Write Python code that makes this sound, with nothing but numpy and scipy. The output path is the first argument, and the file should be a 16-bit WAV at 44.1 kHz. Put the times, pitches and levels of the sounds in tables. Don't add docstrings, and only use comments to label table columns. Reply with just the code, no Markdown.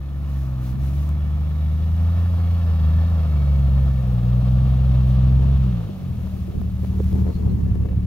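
import sys
import numpy as np
from scipy import signal
from scipy.fft import rfft, irfft
from scipy.io import wavfile

SR = 44100
rng = np.random.default_rng(int(sys.argv[2]) if len(sys.argv) > 2 else 0)


def master(y):
    cut = np.clip(np.atleast_2d(y).T, -1, 1)
    pcm = np.round(cut * 32767)
    wavfile.write(sys.argv[1], SR, pcm.astype(np.int16))


N = 355446
TIME = np.arange(N) / SR

# time_s, firings_per_s
ENGINE_SPEED = [(0.0, 69.0), (0.25, 70.7), (0.65, 63.0), (1.05, 73.5), (1.66, 76.0), (2.18, 85.7),
                (2.62, 84.3), (2.85, 77.9), (3.1, 83.7), (3.39, 72.4), (3.7, 67.2), (3.88, 67.4),
                (4.18, 59.4), (4.71, 65.5), (5.12, 63.5), (5.55, 67.5), (5.68, 63.4), (5.95, 47.2),
                (6.08, 42.8), (6.28, 37.8), (6.4, 37.3), (7.21, 37.6), (7.74, 34.6), (8.06, 35.9)]
CRUISE_HZ = 65


def gain_of(db):
    return 10 ** (np.asarray(db) / 20)


def evened(x):
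    return x / np.sqrt(np.mean(x ** 2) + 1e-20)


def curve(rows, axis=1):
    columns = np.transpose(rows)
    return np.interp(TIME, columns[0], columns[axis])


def read(points, hz):
    f, value = np.transpose(points)
    return np.interp(np.log(hz + 1), np.log(f), value)


def coloured(x, points, size=8192):
    hz = abs(np.fft.fftfreq(size, 1 / SR))
    log_gain = np.log(gain_of(read(points, hz)))
    spectrum = np.exp(np.conj(signal.hilbert(log_gain)))
    response = np.fft.ifft(spectrum).real[:size // 2]
    return evened(signal.oaconvolve(np.atleast_2d(x), response[None], axes=1)[:, :N])


def drift(hz):
    f = np.fft.rfftfreq(N, 1 / SR)
    smoothed = rfft(rng.standard_normal(N)) * np.exp(-(f / hz) ** 2)
    return evened(irfft(smoothed, N))


def noise():
    return rng.standard_normal((2, N))


def spread(pair):
    # pitch_hz, coherence_0_to_1
    likeness = [(100, .94), (600, .95), (1200, .92), (2200, .72), (4000, .5), (8000, .1)]
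    # pitch_hz, lead_radians
    left_lead = [(150, 0.52), (550, 0.33), (1200, 1.2), (4000, 1.48)]
    (a, b), hz = rfft(pair), np.fft.rfftfreq(N, 1 / SR)
    same = np.clip(read(likeness, hz), 0, 1)
    mid = a * np.sqrt((1 + same) / 2)
    side = b * np.sqrt((1 - same) / 2)
    turn = np.exp(.5j * read(left_lead, hz))
    return irfft(np.array([(mid + side) * turn, (mid - side) / turn]), N)


def grains(per_s, scatter_db):
    sizes = gain_of(scatter_db * np.minimum(rng.exponential(1, (2, N)), 4))
    signs = rng.choice([-1, 1], (2, N))
    struck = rng.random((2, N)) < per_s / SR
    return evened(sizes * signs * struck)


def swells(rows, order=2):
    return sum(gain_of(db) * np.exp(-abs((TIME - s) / half) ** order) for s, half, db in rows)


def resonance(x, hz, width_hz):
    return signal.lfilter(*signal.iirpeak(hz, hz / width_hz, SR), x)


def panned(db):
    return gain_of([[min(db, 0)], [min(-db, 0)]])


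def slowing():
    return np.log2(CRUISE_HZ / curve(ENGINE_SPEED))


def firing():
    return np.cos(2 * np.pi * np.cumsum(curve(ENGINE_SPEED)) / SR)


def wind(gust_db=2):
    # time_s, level_db
    breeze = [(0, -46), (2.2, -43), (4.8, -45), (6.1, -35.5), (8.06, -56)]
    # time_s, half_length_s, level_db
    gusts = [(.76, 0.046, -35), (6.58, 0.076, -29), (7.6, 0.61, -28.5)]
    # pitch_hz, level_db
    wind_colour = [(15, -16.5), (40, -6), (72, -1), (130, -11.5), (220, -7.5), (400, -24.5), (1200, -77)]
    lumps = noise() * gain_of(gust_db * np.tanh(drift(hz=9.5)))
    return (gain_of(curve(breeze)) + swells(gusts)) * coloured(lumps, wind_colour)


def hillside(x, level_db=-13.5, t60_s=.2):
    t = np.arange(SR // 2) / SR
    tail = rng.standard_normal(len(t)) * gain_of(-60 * t / t60_s)
    echo = signal.fftconvolve(x.ravel(), tail / np.linalg.norm(tail))[:N]
    return gain_of(level_db) * np.array([echo, -echo])


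def squeaks(width_hz=170):
    # time_s, half_length_s, level_db, pitch_hz
    squeak_rows = [(0.318, .005, -57, 3900), (1.648, 0.39, -64, 3750), (7.277, .012, -64, 4270),
                   (7.355, 0.036, -58, 4280), (7.5, .016, -63, 4230), (7.64, 0.4, -71, 2700)]
    out = 0
    for s, half, db, hz in squeak_rows:
        ring = resonance(grains(per_s=2800, scatter_db=-2), hz, width_hz)
        out = out + swells([(s, half, db)]) * evened(ring)
    return out


def powder(lift_db=3, crystal_share=0.52):
    # time_s, left_db, right_db
    bed_levels = [(0, -62, -65), (.3, -60, -60), (1.4, -57.5, -64), (2.2, -55.5, -59.5),
                  (5.2, -58.5, -60.5), (7.4, -58.5, -60.5), (7.95, -61, -64)]
    # time_s, half_length_s, level_db
    sprays = [(.38, 0.12, -58), (.67, 0.068, -54), (.85, 0.057, -55), (1.0, 0.11, -55), (5.1, .05, -59),
              (6.33, 0.2, -61), (6.85, 0.062, -58.5), (7.1, 0.16, -56.5), (7.35, 0.041, -61)]
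    # pitch_hz, level_db
    powder_colour = [(500, 0.5), (2500, 3), (5000, -2), (6700, -2), (7300, -7.5), (9500, -5.5), (11500, -2),
                     (15800, -2)]
    bed = spread(noise() + crystal_share * grains(per_s=700, scatter_db=3.5))
    spray = spread(noise() + .7 * grains(per_s=1200, scatter_db=3))
    level = gain_of([curve(bed_levels), curve(bed_levels, axis=2)])
    rolling = level * coloured(bed, powder_colour)
    slipping = swells(sprays, order=3) * coloured(spray, powder_colour)
    return gain_of(lift_db) * (rolling + slipping)


def packing(clump_db=8.5, pan_db=10, crumbs_db=-22.5):
    # time_s, level_db
    packing_level = [(0, -53), (4.9, -54), (5.4, -40.5), (6.1, -48), (6.75, -54), (7.05, -39), (7.3, -36.5),
                     (7.9, -45), (8.06, -53)]
    # pitch_hz, level_db
    packing_colour = [(80, -13), (220, 7.5), (300, 1.5), (420, 2), (600, -17), (900, -12), (1600, -35),
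                      (3000, -43.5), (7000, -40), (15000, -76)]
    # pitch_hz, level_db
    crumb_colour = [(200, -8), (600, 7.5), (1200, 4), (2500, -4), (5000, -16), (15000, -32.5)]
    slips = coloured(grains(per_s=500, scatter_db=2), packing_colour)
    crumbs = coloured(spread(grains(per_s=450, scatter_db=2)), crumb_colour)
    clumps = gain_of(clump_db * np.tanh(drift(hz=26)))
    return gain_of(curve(packing_level)) * (clumps * slips * panned(pan_db) + gain_of(crumbs_db) * crumbs)


def crunches(rise_s=.0012, width_hz=380):
    # time_s, decay_s, level_db, ring_hz, left_minus_right_db
    crunch_rows = [(5.187, 0.0067, -27.5, 280, 16), (5.411, 0.019, -33.5, 325, 12),
                   (5.464, .02, -34, 298, 10), (5.892, 0.0092, -28, 280, 8), (6.335, 0.025, -34, 300, 16),
                   (6.479, 0.025, -31.5, 360, 13), (6.539, 0.014, -35.5, 470, 4),
                   (6.832, .012, -30, 348, 22), (7.129, 0.011, -26.5, 290, 11),
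                   (7.289, 0.016, -27, 400, 19), (7.409, .012, -34, 320, 13), (7.474, .009, -29, 350, 17),
                   (7.508, 0.028, -30.5, 330, 14), (7.663, 0.017, -32, 282, 12),
                   (7.757, 0.0097, -29.5, 420, 16), (7.846, 0.072, -30, 348, 13.5)]
    # pitch_hz, level_db
    crunch_colour = [(80, -14), (230, 1), (420, 0), (600, -9), (1000, -18), (1600, -29), (3000, -37),
                     (7000, -54), (15000, -70)]
    out, t = np.zeros((2, N)), np.arange(SR // 8) / SR
    gravel = coloured(grains(per_s=2500, scatter_db=1), crunch_colour)
    for s, decay_s, db, hz, pan_db in crunch_rows:
        at = round(s * SR) + np.arange(len(t))
        shape = (1 - np.exp(-t / rise_s)) * np.exp(-t / decay_s)
        burst = resonance(np.take(gravel, at, axis=1, mode="wrap") * shape, hz, width_hz)
        burst *= np.linalg.norm(shape / shape.max()) / np.linalg.norm(burst, axis=1, keepdims=True)
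        inside = at < N
        out[:, at[inside]] += (gain_of(db) * panned(pan_db) * burst)[:, inside]
    return out


def knock(start_s=6.995, swell_s=0.0031, pan_db=-5):
    # pitch_hz, level_db
    knock_tones = [(320, -24), (420, -21), (510, -25)]
    t = np.maximum(TIME - start_s, 0)
    tones = sum(gain_of(db) * np.sin(2 * np.pi * hz * t) for hz, db in knock_tones)
    swell = (t / (2 * swell_s)) ** 2 * np.exp(2 - t / swell_s)
    return panned(pan_db) * tones * swell


def pops(lift_db=3, ring_s=0.00074, click_s=0.00029):
    # time_s, ring_db, ring_hz, click_db, left_minus_right_db
    pop_rows = [(1.0915, -51, 900, -34, -12), (6.6159, -22, 600, -37, -17), (6.6187, -28, 540, -45, 17),
                (6.8425, -26, 554, -45, 17), (6.8475, -19, 500, -50, 19), (7.0018, -18, 480, -41, -17),
                (7.0434, -34, 900, -34, -17), (7.129, -25, 400, -37, 2), (7.267, -20, 500, -47, 13),
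                (7.278, -19, 420, -52, 15), (7.304, -27, 520, -47, 13), (7.4648, -24, 520, -46, 16),
                (7.5905, -28, 520, -50, 14), (7.7142, -25, 477, -57, 15), (7.7554, -25, 520, -46, 8),
                (7.858, -22, 520, -46, 17), (7.9317, -26, 450, -56, 1)]
    out, t = np.zeros((2, N)), np.arange(SR // 50) / SR
    for s, db, hz, click_db, pan_db in pop_rows:
        ring = gain_of(db + lift_db) * np.sin(2 * np.pi * hz * t) * np.exp(-t / ring_s)
        click = gain_of(click_db) * rng.standard_normal(len(t)) * np.exp(-t / click_s)
        start = round(s * SR)
        out[:, start:start + len(t)] += panned(pan_db) * (ring + click)
    return out


def roar(facing_s=4.43, half_s=1.82, level_db=-46):
    # pitch_hz, level_db
    roar_colour = [(300, -23), (460, 0), (560, 2), (750, -5.5), (1200, -37.5)]
    return swells([(facing_s, half_s, level_db)]) * coloured(spread(noise()), roar_colour)


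def fan(rush_lift_db=2, flutter_db=1.25, rasp_db=0.5, db_per_octave=8):
    # time_s, rush_db, hiss_db
    fan_levels = [(0, -51.5, -70), (.5, -46, -63.5), (1.7, -48, -63), (2.9, -43.5, -58.5),
                  (5.1, -43, -52.5), (6.5, -45.5, -55), (8.06, -47.5, -62.5)]
    # pitch_hz, level_db
    rush_colour = [(150, 3.5), (300, -3), (390, -12), (520, -2.5), (680, -2.5), (930, -8.5), (1150, -5),
                   (1350, -9), (1600, -18), (2400, -25.5), (6000, -67)]
    # pitch_hz, level_db
    hiss_colour = [(600, -11), (1400, -13.5), (1750, 0), (2000, -5), (2700, 2.5), (3700, 0), (4600, -6),
                   (6000, -13), (7500, -21.5), (15000, -37.5)]
    flow = gain_of(flutter_db * drift(hz=43.0) - db_per_octave * slowing())
    rush = gain_of(curve(fan_levels) + rush_lift_db) * coloured(spread(noise()), rush_colour)
    hiss_level = gain_of(curve(fan_levels, axis=2) + rasp_db * firing())
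    hiss = hiss_level * coloured(spread(noise()), hiss_colour)
    return flow * (rush + hiss)


def clatter(width_hz=140, beat=0.35, wander_s=.0004):
    # pitch_hz, relative_db
    bay_modes = [(1230, 1.5), (1760, 4), (2210, 1.5), (2650, 0), (2920, -4), (3340, -4), (3760, -3.5),
                 (4200, -4), (4820, -9), (5350, -9.5)]
    # time_s, level_db
    clatter_level = [(0, -59), (1.5, -58.5), (2.5, -53), (3.6, -56), (4.6, -59), (5.6, -63), (6.1, -66),
                     (8.06, -62)]
    ticks = spread(grains(per_s=600, scatter_db=2) * (1 + beat * firing()))
    ring = 0
    for hz, db in bay_modes:
        strength = gain_of(db + 3 * np.tanh(drift(hz=3)))
        ring = ring + strength * resonance(resonance(ticks, hz, width_hz), hz, width_hz)
    rocked = TIME + wander_s * drift(hz=6)
    wandering = np.array([np.interp(rocked, TIME, side) for side in ring])
    return gain_of(curve(clatter_level)) * evened(wandering)


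def reflected(x):
    # time_s, half_length_s, level_db
    bounce_swell = [(2.5, 2.6, -6)]
    # time_s, lag_s
    bounce_lag = [(0, .00183), (3, .00197), (6, .00203)]
    # pitch_hz, level_db
    bounce_band = [(500, -34), (1100, -12.5), (5000, -2.5), (9000, -21)]
    band_gain = gain_of(read(bounce_band, np.fft.rfftfreq(N, 1 / SR)))
    band = irfft(rfft(x) * band_gain, N)
    late = np.array([np.interp(TIME - curve(bounce_lag), TIME, side) for side in band])
    return x - swells(bounce_swell) * late


def exhaust(side_db=-19, hum_hz=189, drone_upper_db=-2, misfire=.25):
    # pitch_hz, relative_db
    pipe = [(20, -56), (38, -5), (62, 5), (95, 1.5), (125, 7), (152, -2.5), (173, 2.5), (192, 5),
            (220, -14), (250, -17.5), (292, -22), (325, -29.5), (380, -31), (700, -68)]
    cylinders = [-0.081, -0.96, 0.12, -0.57, -0.67, 0.053]
    # time_s, relative_db
    effort_rows = [(0, -29.5), (.32, -24.5), (.72, -23.5), (.87, -21.5), (1.62, -21), (1.93, -18),
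                   (2.2, -18), (2.72, -18), (2.97, -15.5), (3.2, -18), (3.86, -17), (4.0, -19),
                   (4.25, -14.5), (4.6, -15), (4.85, -15.5), (5.35, -14), (5.68, -16.5), (5.8, -22),
                   (5.88, -27), (5.98, -36.5), (6.08, -25.5), (6.5, -28), (7.15, -20.5), (8.06, -21)]
    # pitch_hz, relative_db
    note_colour = [(35, -14.5), (48, -23), (60, -8), (69, 1), (85, 0.5), (112, -4.5), (130, -3.5),
                   (145, -8.5), (170, -16.5), (188, -22.5), (208, -21.5), (255, -29)]
    # time_s, level_db
    drone_level = [(0, -54), (.7, -48.5), (3.5, -69), (5.3, -49.5), (5.8, -72)]
    # time_s, half_length_s, added_amplitude_db
    overrun_rows = [(5.85, .24, 9)]
    silencer_hz, silencer_width_hz = 183, 19

    hz = curve(ENGINE_SPEED) * (1 + 0.0033 * drift(hz=12.8))
    effort, slow = curve(effort_rows), slowing()
    turns = np.cumsum(hz) / SR
    overrun = swells(overrun_rows)
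    waver_db = 1.8 + 1 * slow
    burble_db = effort - 15.5 + 4 * slow
    lope_db = effort - 12 + 12 * slow

    note = burble = 0
    for k in range(1, 9):
        lift = 1 + overrun * np.exp(-((k * hz - silencer_hz) / silencer_width_hz) ** 2)
        if k < 4:
            level = effort + read(note_colour, k * hz) + waver_db * np.tanh(drift(hz=27.4))
            note = note + lift * gain_of(level) * np.cos(2 * np.pi * k * turns)
        else:
            tone = np.cos(2 * np.pi * (k * turns + rng.random()))
            burble = burble + lift * gain_of(read(pipe, k * hz)) * tone
    burble = burble * gain_of(burble_db)

    drone = 0
    for k in range(1, 3):
        line = np.sin(2 * np.pi * (hum_hz * TIME + k * turns))
        drone = drone + gain_of((k - 1.5) * drone_upper_db) * line
    drone = drone * gain_of(curve(drone_level))

    fired = np.flatnonzero(np.diff(np.floor(turns)))
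    pulses = np.zeros(N)
    chance = misfire * rng.uniform(-0.87, 1, len(fired))
    pulses[fired] = np.resize(cylinders, len(fired)) + chance
    lope = gain_of(lope_db) * coloured(pulses, pipe)

    throb = gain_of(2 * np.maximum(slow, 0) * np.cos(2 * np.pi * turns / 3))
    boom = np.sqrt(2) * (throb * (note + burble) + drone) + lope
    lead = gain_of(side_db) * signal.hilbert(boom).imag
    return np.vstack([boom - lead, boom + lead]) + hillside(lope)


def scene():
    # time_s, half_length_s, depth_db
    dips = [(6.529, 0.025, 9.5), (7.323, 0.027, 10.5), (7.389, 0.02, 8.5), (7.889, 0.022, 11)]
    dips_db = sum(depth * np.exp(-((TIME - s) / half) ** 4) for s, half, depth in dips)
    bass = (wind() + exhaust()) * gain_of(-dips_db)
    close_sounds = crunches() + knock() + pops()
    front = reflected(fan() + clatter() + powder()) + roar()
    return bass + squeaks() + packing() + close_sounds + front


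def record(dry, edge_hz=15850, fade_s=.005):
    faded = dry * np.clip(np.minimum(TIME, TIME[::-1]) / fade_s, 0, 1)
    lowpass = signal.firwin(511, edge_hz, window=("kaiser", 9), fs=SR)
    return signal.oaconvolve(faded, lowpass[None], "same")


dry = scene()
out = record(dry)
master(out)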